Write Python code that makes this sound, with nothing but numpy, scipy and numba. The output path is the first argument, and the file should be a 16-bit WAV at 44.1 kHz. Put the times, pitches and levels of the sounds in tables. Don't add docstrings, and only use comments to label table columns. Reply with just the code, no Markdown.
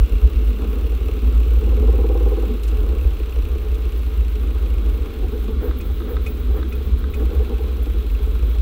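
import sys
import numpy as np
from scipy import signal
from scipy.fft import rfft, irfft, next_fast_len
from scipy.io import wavfile
from scipy.ndimage import uniform_filter1d
from numba import njit

SR = 44100
rng = np.random.default_rng(int(sys.argv[2]) if len(sys.argv) > 2 else 0)


def wav_out(sig):
    wavfile.write(sys.argv[1], SR, np.round(np.clip(np.atleast_2d(sig).T, -1, 1) * 32767).astype(np.int16))


def attenuation_scalar(level_db):
    decades = np.asarray(level_db, float) / 20
    return 10 ** decades


N = 379701
TIME = np.arange(N) / SR


def set_rms(x, db):
    return x * attenuation_scalar(db) / np.sqrt(np.mean(x ** 2))


def noise():
    return rng.standard_normal(N)


def curves(table):
    s, *columns = np.transpose(table)
    return [np.interp(TIME, s, column) for column in columns]


@njit
def moving_band(x, hz, width):
    y, band_state, low_state = np.empty(len(x)), 0., 0.
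    for i in range(len(x)):
        g, damping = np.tan(np.pi * hz[i] / SR), width / hz[i]
        v = (band_state + g * (x[i] - low_state)) / (1 + g * (g + damping))
        band_state = 2 * v - band_state
        low_state = low_state + 2 * g * v
        y[i] = damping * v
    return y


def band(x, hz, width):
    return signal.lfilter(*signal.iirpeak(hz, hz / width, fs=SR), x)


def body(x, modes):
    return sum((-1) ** k * attenuation_scalar(db) * band(x, hz, width) for k, (hz, width, db) in enumerate(modes))


def walk(rate):
    hold = int(SR / rate)
    steps = np.repeat(rng.standard_normal(N // hold + 1), hold)
    return 1.19 * uniform_filter1d(steps, hold)[:N]


def clicks(s, size):
    out = np.zeros(N)
    i = np.maximum(np.asarray(s) * SR, 0).astype(int)
    np.add.at(out, i[i < N], np.asarray(size)[i < N])
    return out


def puffs(s, size, length):
    return signal.lfilter([1], [1, -np.exp(-1 / (length * SR))], clicks(s, size)) * noise()


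def ramp(mid, half):
    return np.clip(1 - np.abs(TIME - mid) / half, 0, 1)


def bumps(events, width_s):
    return sum(db * np.exp(-((TIME - at) / width_s) ** 2) for at, db in events)


# (frequency [Hz], density [dB per Hz])
AIR = [(53, -6), (90, -20.5), (119, -5.5), (151, -21), (214, -12.5), (359, -29.5), (426, -5), (685, -89),
       (780, -73), (907, -31), (1250, -30.5), (1730, -40), (3610, -44), (7060, -52.5), (15700, -46)]
# (frequency [Hz], width [Hz], level [dB])
SHROUD = [(1373, 280, 1.5), (2560, 740, -1.5), (3566, 840, -2), (5550, 95, -27), (6070, 78, -19.5),
          (8090, 220, -17.5)]
# (frequency [Hz], width [Hz], level [dB])
BLADE_LINES = [(3390, 25, -70.5), (3853, 9.3, -66.5), (4185, 4.6, -72), (4250, 6.7, -70.5),
               (2180, 71, -62.5), (1050, 150, -63), (1197, 140, -57.5)]


def fans():
    hz, db = np.transpose(AIR)
    size = next_fast_len(N)
    f = np.maximum(np.fft.rfftfreq(size, 1 / SR), 1)
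    air = irfft(rfft(noise(), size) * attenuation_scalar(np.interp(np.log(f), np.log(hz), db)), size)[:N]
    air = set_rms(air, 0) * 2.09
    shroud = body(noise() * attenuation_scalar(0.8 * walk(30)), SHROUD)
    lines = sum(set_rms(band(noise(), hz, width), db) for hz, width, db in BLADE_LINES)
    return attenuation_scalar(-44.5) * (air + set_rms(shroud, -5)) + lines


# (frequency [Hz], width [Hz], level at start [dB], level at end [dB])
TRAVEL = [(2756, 320, -53.5, -72), (2350, 230, -69, -64), (3330, 290, -71.5, -57.5), (3926, 360, -73, -60),
          (5440, 150, -71, -86), (6060, 95, -73, -79)]


def head_travel():
    out = 0
    for hz, width, start_db, end_db in TRAVEL:
        tone = band(band(noise(), hz, width), hz, width)
        out = out + attenuation_scalar(np.linspace(start_db, end_db, N)) * set_rms(tone, 0)
    return out


# (zigzag number, time for its four turns [s])
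GAP_ONE = [(0, .1232), (2, .1164), (8, .1085), (13, .1038), (16, .1059), (24, .1172), (30, .1293),
           (36, .1476), (41, .163), (42, .186), (43, .199)]
# (zigzag number, time for its four turns [s])
GAP_TWO = [
    (0, .1941),
    (2, .1857),
    (3, .167),
    (8, .1577),
]
RUN_STARTS = (.0032, 7.2045)


def zigzags():
    runs = []
    for start, gap in zip(RUN_STARTS, (GAP_ONE, GAP_TWO)):
        lasts = np.interp(np.arange(gap[-1][0] + 1), *np.transpose(gap))
        runs.append(start + np.r_[0, np.cumsum(lasts)])
    return runs


def progress():
    return sum(np.interp(TIME, starts, np.arange(len(starts))) for starts in zigzags())


TURN_PLACE = [
    (-.032, .243, .472, .748),
    (-.032, .262, .512, .755),
]


def turns():
    rows = []
    for starts, places in zip(zigzags(), TURN_PLACE):
        for a, b in zip(starts, starts[1:]):
            slow = np.clip((b - a - 0.178) / 0.028, 0, 1) * (a < RUN_STARTS[1])
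            rows += [(a + place * (b - a), -49 - 7 * slow, k) for k, place in enumerate(places)]
    s, tick_db, place = np.transpose(rows)
    return s, tick_db, place.astype(int)


# (time [s], half length [s], whine [dB], lowest driver hiss [Hz], driver hiss [dB])
HOPS = [(5.655, 0.054, -28.5, 11870, -40), (5.789, 0.017, -53, 13000, -35), (5.854, 0.033, -42, 13200, -40),
        (5.946, 0.052, -58, 14300, -44), (6.111, 0.054, -31.5, 12960, -40), (6.238, 0.02, -49, 12600, -40),
        (6.302, 0.035, -40, 13530, -37), (6.398, 0.033, -42, 14200, -41), (6.569, 0.055, -32.5, 12160, -42),
        (6.697, 0.022, -54, 13000, -40), (6.758, 0.02, -40, 12600, -39), (6.858, 0.017, -50, 13600, -40),
        (7, 0.036, -54, 14270, -47), (7.109, .02, -61, 12240, -42), (7.174, 0.023, -38, 13530, -42),
        (7.21, 0.021, -32.5, 14000, -44)]
# (time [s], level [dB])
DRIVER = [(0, -53.5), (1.4, -52.5), (3, -53.5), (4.6, -54.5), (5.5, -53.5), (5.7, -53), (7.1, -54.5),
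          (7.3, -53), (8.61, -53)]
RESTS = [5.57, 5.74, 6.19, 6.65, 6.94, 7.07]


def driver():
    steady = 0
    for hz, width, db in ((12600, 520, -5), (13900, 400, 0), (15160, 2000, 3.5), (15450, 560, 3)):
        steady = steady + attenuation_scalar(db + 3.3 * walk(110)) * band(noise(), hz, width)
    dip, gain = np.zeros(N), np.zeros(N)
    for mid, half, _, low_hz, db in HOPS:
        speed = ramp(mid, half)
        dip = dip + (16000 - low_hz) * speed ** 3.6
        gain = gain + attenuation_scalar(db) * speed ** 0.68
    hiss, swept = noise(), 0
    for depth in (.95, .6, .3):
        hz = 16000 - depth * dip
        swept = swept + moving_band(moving_band(hiss, hz, 1800.), hz, 1800.)
    rest_db = bumps([(at, -9.5) for at in RESTS], 0.026)
    return attenuation_scalar(curves(DRIVER)[0] + rest_db) * set_rms(steady, 0.83) + 2.0 * gain * swept


def knocks(events, modes, sharp, rattle, rattle_s, soft_s):
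    s, db = np.transpose(events)
    blow = clicks(s, sharp * attenuation_scalar(db)) + puffs(s - .5 * rattle_s, rattle * attenuation_scalar(db), rattle_s)
    t = TIME[:SR // 4]
    ring = sum(attenuation_scalar(db) * np.exp(-np.log(1000) * t / t60) * np.sin(2 * np.pi * hz * t) for hz, db, t60 in modes)
    return signal.fftconvolve(blow, ring * (1 - np.exp(-t / soft_s)))[:N]


# (time [s], peak [dB])
RELEASE = [(5.7107, -33.5), (6.0028, -39), (6.02, -40), (6.1678, -32), (6.4018, -43), (6.6293, -31.5),
           (7.041, -35)]
# (frequency [Hz], level [dB], t60 [s])
RELEASE_MODES = [(1280, 2.5, 0.025), (1517, -8, 0.053), (1579, -9, 0.03), (1084, -10, 0.072),
                 (1930, -8, 0.027), (2600, -18, .008), (3620, -1.5, 0.011)]


def filament_release():
    return knocks(RELEASE, RELEASE_MODES, sharp=1.3, rattle=0.044, rattle_s=0.0032, soft_s=0.00021)


# (time [s], peak [dB])
GRIP = [(5.802, -34), (6.263, -28), (6.722, -30), (7.136, -28.5)]
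# (frequency [Hz], level [dB], t60 [s])
GRIP_MODES = [(2496, -4.5, 0.08), (2590, -7, 0.044), (2230, -3, 0.036), (2080, 0, 0.02), (1330, -8, 0.05),
              (2930, -5, 0.023), (3540, 0, 0.017)]


def filament_grip():
    return knocks(GRIP, GRIP_MODES, sharp=1.6, rattle=0.034, rattle_s=0.0082, soft_s=0.0044)


# (frequency [Hz], width [Hz], level [dB])
BEARINGS = [(2710, 1500, -5), (2604, 477, 9.5), (4080, 250, -0.5), (5730, 380, -0.5), (5860, 290, 0),
            (7680, 960, -3), (8900, 3900, -5.5), (11050, 3600, -6.5)]


def bearing_ticks():
    s, tick_db, _ = turns()
    size = attenuation_scalar(tick_db + 16.5 + 1.4 * rng.standard_normal(len(s)))
    tick = 0.87 * puffs(s - .001, size, 0.0023) + 0.72 * clicks(s, size)
    shiver = puffs(s - .001, size, 0.008)
    return body(tick, BEARINGS[2:]) + 0.6 * body(shiver, BEARINGS[:2])


# (time [s], peak [dB], length [s])
SCUFFS = [(2.6329, -27, 0.0062), (2.677, -27.5, 0.007), (3.743, -32, 0.005), (5.44, -36, 0.0067),
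          (5.807, -30.5, 0.0063), (5.914, -41, 0.005), (6.26, -31, 0.011), (6.37, -36, 0.0041),
          (6.725, -31, 0.005), (6.826, -41, 0.0081), (7.14, -29.5, 0.0057)]


def nozzle_scuffs():
    scrape, out = band(noise(), 4300, 8800), 0
    for at, db, length in SCUFFS:
        age = np.maximum(TIME - at, 0) / max(length, .001)
        out = out + attenuation_scalar(db - 5.0) * np.sqrt(age) * np.exp(-age) * scrape
    ping = np.exp(-((TIME - 2.636) / 0.0013) ** 2) * np.sin(2 * np.pi * 3950 * TIME)
    return out + attenuation_scalar(-35) * ping


# (frequency [Hz], width [Hz], level [dB])
FRAME = [(301, 29.3, 0.5), (338.8, 25.6, 3), (419.4, 39, 2), (490.7, 57.6, -3.5), (597.5, 123, -7.5),
         (662, 304, -12), (774.6, 54, -10.5), (1053, 106, -19), (1353, 300, -21.5)]


def whine(step_hz, gain):
    phase = 2 * np.pi * np.cumsum(step_hz * (1 + 0.0402 * walk(150))) / SR
    tone = gain * (np.sin(phase) + 0.58 * np.sin(2 * phase) + 0.32 * np.sin(3 * phase))
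    plate = band(band(tone, 784, 32), 784, 160)
    return body(tone, FRAME) + attenuation_scalar(-9) * plate


# (time [s], bed motor share [0-1], whine over buzz [dB], step rate at mid stroke [Hz])
STROKES = [(0, 0.55, -10.5, 430), (.55, 0.44, -9, 431), (.9, 0.41, -12, 446.6), (1.25, 0.46, -12.5, 480.5),
           (1.7, 0.54, -0.5, 558), (2.3, 0.7, 1, 545.7), (2.6, 0.44, -6.5, 478.6), (3.1, 0.13, -13, 449.7),
           (3.6, 0.11, -13, 423), (4.3, 0.55, -10.5, 419.4), (4.9, 0.16, -15, 426.6), (5.4, 0.2, -6, 444.6),
           (7.2, 0.07, -5, 500), (7.6, 0.23, -4, 523.7), (8.0, 0.49, -6, 471.7), (8.61, 0.4, -19.5, 455)]


def long_strokes():
    _, whine_db, top_hz = curves(STROKES)
    count = progress()
    speed = np.clip(1 - np.abs((2 * count + .36) % 1 - .5) / .4, 0, 1) * (np.gradient(count) > 0)
    return whine(top_hz * speed ** .7, attenuation_scalar(whine_db + 1.5 * walk(18)) * speed ** .8)


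# (time [s], half length [s], top step rate [Hz], whine [dB])
SLOW_STROKES = [(5.238, 0.033, 427, -27.5), (5.345, 0.044, 482.4, -30.5), (5.503, 0.037, 476, -30.5),
                (5.898, 0.016, 426.7, -34.5), (6.007, .03, 370.1, -32.5), (6.178, 0.037, 399, -39),
                (6.5, .03, 399.5, -34.5), (6.64, .03, 342, -35), (6.808, 0.016, 448.7, -32),
                (7.342, .025, 441.5, -33), (7.41, .035, 500, -31), (7.519, 0.033, 477, -29.5),
                (7.6, 0.029, 480, -34)]


def slow_strokes():
    hz, gain = np.zeros(N), np.zeros(N)
    for mid, half, top_hz, db in SLOW_STROKES:
        speed = ramp(mid, half)
        hz = hz + top_hz * speed ** .25
        gain = gain + attenuation_scalar(db + 6) * speed ** 1.2
    return whine(hz, gain)


def hop_moves():
    hz, gain = np.zeros(N), np.zeros(N)
    for mid, half, db, *_ in HOPS:
        speed = ramp(mid, half)
        hz = hz + max(9500 * half, 310) * speed ** 0.4
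        gain = gain + attenuation_scalar(db + 5.5) * np.sqrt(speed)
    return hz, gain


# (time [s], frame level [dB], base level [dB])
BUZZ = [(0, -36, -36.5), (.5, -37, -37.5), (.62, -32.5, -31.5), (.96, -36.5, -40.5), (1.36, -35, -30),
        (1.5, -33.5, -37), (1.9, -26, -30.5), (2.3, -26.5, -39), (2.54, -30.5, -30), (2.61, -40.5, -45),
        (2.71, -31, -37), (2.95, -33.5, -37.5), (3.14, -39, -43.5), (5.04, -37.5, -38.5), (5.5, -35, -34),
        (7.12, -34.5, -36.5), (7.35, -29.5, -36), (8.61, -41, -40.5)]
# (frequency [Hz], width [Hz], level [dB])
BASE = [(199.4, 9.7, -6.5), (245.6, 16.3, -4)]


def motors():
    frame_db, base_db = curves(BUZZ)
    whine_db = curves(STROKES)[1]
    s = turns()[0]
    jolts = puffs(s, 1.76 * attenuation_scalar(3.6 * rng.standard_normal(len(s))), 0.005)
    belts = attenuation_scalar(1.36 * walk(40)) * noise() + jolts
    in_frame, in_base = body(belts, FRAME), body(belts, BASE)
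    out = attenuation_scalar(frame_db) * (2.72 * long_strokes() + attenuation_scalar(-.6 * whine_db) * set_rms(in_frame, -7.5))
    out = out + attenuation_scalar(base_db) * set_rms(in_base, -2.5)
    rattle = attenuation_scalar(-3) * set_rms(in_frame, -5) + attenuation_scalar(-9.5) * set_rms(in_base, -13)
    rattle = rattle + set_rms(band(band(belts, 1130, 580), 1120, 776), -16)
    hop_hz, hop_gain = hop_moves()
    rattle = uniform_filter1d(hop_gain, int(0.057 * SR)) * rattle
    return out + slow_strokes() + whine(hop_hz, hop_gain) + rattle


HEAD_PULL = (0.56, 0.77, 0.51, 0.53)
BED_PULL = (0.0049, -0.97, 0.12, -0.56)
# (time [s], jolt [share of a motor's pull])
EVEN = [(0, -0.18), (2.2, 0.2), (2.6, -0.13), (3.6, -0.61), (4.3, -0.64), (5.4, -0.6), (7.2, -0.3),
        (8.0, -0.59), (8.61, 0.54)]
# (frequency [Hz], width [Hz], level [dB])
TABLE = [(51.35, 12.5, 2), (59.2, 16.5, 1.5), (69.5, 8.16, -3)]
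# (time [s], boom [dB], throb once a zigzag [dB]: above 0 at its start, below 0 at its middle)
SHAKE = [(0, -15, 11.5), (.5, -14.5, 1.5), (.75, -19.5, 2), (1.2, -17, -0.5), (1.3, -12, 2),
         (2.28, -15, -2), (2.4, -18.5, 1.5), (2.8, -15.5, 0), (3.3, -20.5, 2), (3.45, -19, 1.5),
         (3.7, -18, -2), (4.1, -19, 0.5), (4.5, -17.5, -1), (4.75, -16.5, -1.5), (5.45, -22, -2),
         (7.15, -19, -2), (7.5, -19.5, 3.5), (8.61, -15.5, 1)]
# (time [s], change [dB])
LURCHES = [(.58, -8), (0.838, 2.5), (1.19, -6), (1.89, 4.5), (2.269, 3), (2.59, -7), (2.8, 3), (3.06, 6.5),
           (3.32, -2), (3.43, 8.5), (4.2, 6), (4.57, 1), (4.9, 3.5), (5.131, -5.5), (5.57, 7), (5.69, 7),
           (5.93, 9.5), (6.19, 7), (6.499, 12.5), (6.6, 3.5), (6.932, 12.5), (7.0, 5), (7.25, 4),
           (7.39, 6.5), (7.7, 2.5), (8.06, -3.5), (8.442, 2.5)]


def table_boom():
    s, _, place = turns()
    bed = np.clip(np.interp(s, TIME, curves(STROKES)[0]), 0, 1)
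    motor_pull = (1 - bed) * np.array(HEAD_PULL)[place] + bed * np.array(BED_PULL)[place]
    pull = motor_pull + np.interp(s, *np.transpose(EVEN))
    lagged = s + .0335
    push = clicks(lagged, pull + .05 * rng.standard_normal(len(s)))
    push = push + clicks([0], [-1.3])
    uneven = clicks(lagged, motor_pull)
    hops = sum(clicks([mid - half, mid, mid + half], [.6, -.9, .6])
               for mid, half, *_ in SLOW_STROKES[:3] + HOPS)
    boom = band(body(push + hops + .004 * noise(), TABLE), 60.1, 29.7)
    slow = np.sqrt(uniform_filter1d(boom ** 2, int(0.1205 * SR), mode="reflect") + 1e-9)
    boom_db, throb_db = curves(SHAKE)
    boom_db = boom_db + throb_db * np.cos(2 * np.pi * (progress() - .08)) + bumps(LURCHES, 0.037)
    sway = set_rms(band(band(uneven + .5 * hops, 43.5, 16), 35.0, 15), -33)
    sway = sway + 0.35 * np.exp(-TIME / 0.0021)
    panel = set_rms(band(band(hops, 110.0, 42), 113, 39), -49.5)
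    return attenuation_scalar(boom_db) * boom / slow + sway + panel


def room(near):
    t = TIME[:SR // 4]
    tail = rng.standard_normal(len(t)) * np.exp(-np.log(1000) * t / 0.26) * (t > .004)
    return signal.fftconvolve(near, attenuation_scalar(-44) * tail)[:N]


def scene():
    near = filament_release() + filament_grip() + bearing_ticks() + nozzle_scuffs() + motors()
    return (fans() + head_travel() + driver() + near + room(near) + table_boom())[None]


def roll_off(x):
    return signal.sosfilt(signal.butter(12, 15740, fs=SR, output="sos"), x)


def record(dry):
    steep = signal.ellip(10, .2, 70, 15720, fs=SR, output="sos")
    mix = signal.sosfilt(steep, dry)
    return roll_off(mix)


dry = scene()
out = record(dry)
wav_out(out)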